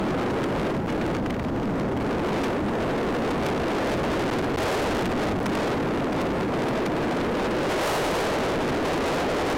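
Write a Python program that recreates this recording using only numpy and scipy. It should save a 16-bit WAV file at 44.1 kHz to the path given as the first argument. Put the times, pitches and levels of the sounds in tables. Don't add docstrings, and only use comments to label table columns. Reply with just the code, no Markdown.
import sys
import numpy as np
from scipy import signal
from scipy.fft import rfft, irfft, next_fast_len
from scipy.io import wavfile
from scipy.ndimage import uniform_filter1d, map_coordinates

SR = 44100
rng = np.random.default_rng(int(sys.argv[2]) if len(sys.argv) > 2 else 0)


def file_out(sig):
    cols = np.atleast_2d(sig).T
    lim = np.clip(cols, -1, 1)
    pcm = np.round(lim * 32767).astype(np.int16)
    wavfile.write(sys.argv[1], SR, pcm)


N = 422037

OVERLOAD_DB = -24
USUAL_PRESSURE_DB, USUAL_SHOVE_DB = 8.5, -14
# f/Hz, level/dB
SNOW_SPECTRUM = [(200, -40), (900, 15.5), (2000, 9.5), (4500, -5.5), (9000, -19), (16000, -25)]


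def amp(db):
    return 10 ** (np.asarray(db) / 20)


def unit(x):
    return x / np.sqrt(np.mean(x ** 2) + 1e-20)


def curve(rows):
    times_s, values = np.transpose(rows)
    return np.interp(np.arange(N) / SR, times_s, values)


def wobble(rate_hz):
    knots = rng.standard_normal(int(N * rate_hz / SR) + 4)
    return map_coordinates(knots, [np.arange(N) * rate_hz / SR])


def noise(spectrum, size=N):
    n_fft = next_fast_len(size)
    hz, db = np.transpose(spectrum)
    bins_hz = np.fft.rfftfreq(n_fft, 1 / SR)
    gain = amp(np.interp(np.log(bins_hz + 1), np.log(hz), db))
    return unit(irfft(rfft(rng.standard_normal(n_fft)) * gain, n_fft)[:size])


def eddies(pitch_hz, reference_hz=360):
    # f/Hz, level/dB
    spectrum = [(20, -25), (60, -19.5), (130, -8.5), (230, -1.5), (340, -0.5), (480, -4), (700, -9.5),
                (1100, -18), (2000, -32), (4000, -49), (9000, -53.5), (18000, -74)]
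    travel = np.cumsum(pitch_hz / reference_hz)
    return map_coordinates(noise(spectrum, size=2 * N), [travel], mode="wrap")


def buffet(shove_db):
    # f/Hz, level/dB
    spectrum = [(8, -10), (25, -8), (40, -7.5), (70, -3.5), (130, -1.5), (220, -11), (500, -21),
                (1500, -100)]
    return amp(shove_db) * noise(spectrum)


def snow(level_db, clump_hz, clump_db=4.5):
    return amp(level_db) * unit(noise(SNOW_SPECTRUM) * amp(clump_db * wobble(clump_hz)))


def spurts(excess_db, unrest_db, level_db, width_s):
    # t/s, relative peak level/dB
    big_spurts = [(0.303, -23), (0.434, -21.5), (0.896, -25), (0.924, -28), (1.146, -27), (1.259, -28),
                  (1.3, -36), (1.652, -35), (1.97, -29), (2.436, -19.5), (3.46, -23), (3.912, -22),
                  (4.58, -17), (4.905, -25), (5.054, -16), (5.459, -19), (6.211, -22), (6.859, -21)]
    t = np.arange(N) / SR
    gap, scatter_db = rng.standard_normal((120, 2)).T
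    rate_hz = 6 * amp(1.5 * unrest_db)
    times_s = np.interp(np.cumsum(np.exp(gap / 2)), np.cumsum(rate_hz) / SR, t, right=np.inf)
    peaks_db = -27 + scatter_db + 0.83 * np.interp(times_s, t, excess_db)
    envelope = np.zeros(N)
    for at_s, peak_db in [*big_spurts, *zip(times_s, peaks_db)]:
        near = slice(*np.searchsorted(t, [at_s - 10 * width_s, at_s + 10 * width_s]))
        envelope[near] += amp(peak_db) * np.exp(-np.abs(t[near] - at_s - width_s) / width_s)
    return envelope * snow(level_db, clump_hz=500)


def overload(x):
    limit = amp(OVERLOAD_DB)
    clipped = np.clip(signal.resample_poly(x, 2, 1), -limit, limit)
    return signal.resample_poly(clipped, 1, 2)


def stall(x, drain_s, leak_db):
    # t/s, length/s
    stalls = [(0.8636, 0.0069), (1.4326, 0.0058), (3.9688, 0.0037), (4.303, 0.0085), (4.4177, 0.0063),
              (4.5608, 0.012), (5.3958, 0.0067), (5.4286, 0.0041)]
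    out = x.copy()
    for start_s, length_s in stalls:
        span = np.arange(round(start_s * SR), round((start_s + length_s) * SR))
        held = np.sign(x[span[0]]) * amp(OVERLOAD_DB + 4)
        out[span] = held * np.exp(-np.arange(len(span)) / SR / drain_s) + amp(leak_db) * x[span]
    return out


def hiss(wind, gain_db):
    # f/Hz, level/dB
    spectrum = [(500, -3), (3000, 3), (8000, -24), (16000, -12)]
    return amp(gain_db) * uniform_filter1d(np.abs(wind), size=256) * noise(spectrum)


def storm(level_db):
    # f/Hz, level/dB
    spectrum = [(80, -20), (300, -1), (700, 9.5), (1400, -4.5), (2600, -17.5), (5000, -32.5), (14000, -39)]
    return amp(level_db + wobble(rate_hz=4.7)) * noise(spectrum)


def scene():
    # t/s, level/dB re overload
    gusts = [(0.0, 7.0), (0.72, 6.5), (0.83, -0.5), (0.9, 6.5), (1.15, 6.5), (1.37, -1.0), (1.55, 4.0),
             (1.9, 2.5), (2.42, 10.0), (2.56, 6.0), (2.75, 7.5), (3.6, 9.0), (4.4, 10.5), (4.52, 8.0),
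             (4.62, 13.0), (5.2, 9.5), (5.38, 5.5), (5.58, 11.0), (6.1, 6.5), (7.3, 8.0), (7.75, 13.0),
             (7.88, 18.0), (8.25, 15.5), (8.6, 10.0), (9.3, 12.5), (9.57, 12.0)]
    # t/s, level/dB re eddies
    shoves = [(0, -15), (.55, -15), (1.3, -8.5), (1.8, -9.5), (2.4, -15.5), (3, -13), (4.45, -11.5),
              (4.7, -15), (4.95, -9), (5.4, -10), (5.7, -15), (6.35, -15), (6.8, -17.5), (8, -18),
              (9.5, -15)]
    pressure_db = curve(gusts) + 1.17 * wobble(rate_hz=10)
    shove_db = curve(shoves)
    excess_db = pressure_db - USUAL_PRESSURE_DB
    unrest_db = shove_db - USUAL_SHOVE_DB
    swirl_db = (2 + 0.17 * unrest_db) * wobble(rate_hz=190)
    wander_oct = 0.09 * wobble(rate_hz=35)
    pitch_oct = 0.069 * excess_db - 0.01 * unrest_db + 0.0071 * swirl_db + wander_oct
    flow = eddies(pitch_hz=362.05 * 2 ** pitch_oct) + snow(level_db=-21.5, clump_hz=380)
    port = amp(OVERLOAD_DB + pressure_db) * (buffet(shove_db) + amp(swirl_db) * flow)
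    spits = spurts(excess_db, unrest_db, level_db=3.5, width_s=0.0044)
    return (port + spits + storm(level_db=-36))[None]


def record(dry):
    top_hz = 16000
    wind = stall(dry[0], drain_s=0.00068, leak_db=-68)
    rasp = overload(wind) + hiss(wind, gain_db=-48)
    n_fft = next_fast_len(N + SR // 2)
    passband = np.fft.rfftfreq(n_fft, 1 / SR) < top_hz
    return irfft(rfft(rasp, n_fft) * passband, n_fft)[None, :N]


dry = scene()
out = record(dry)
file_out(out)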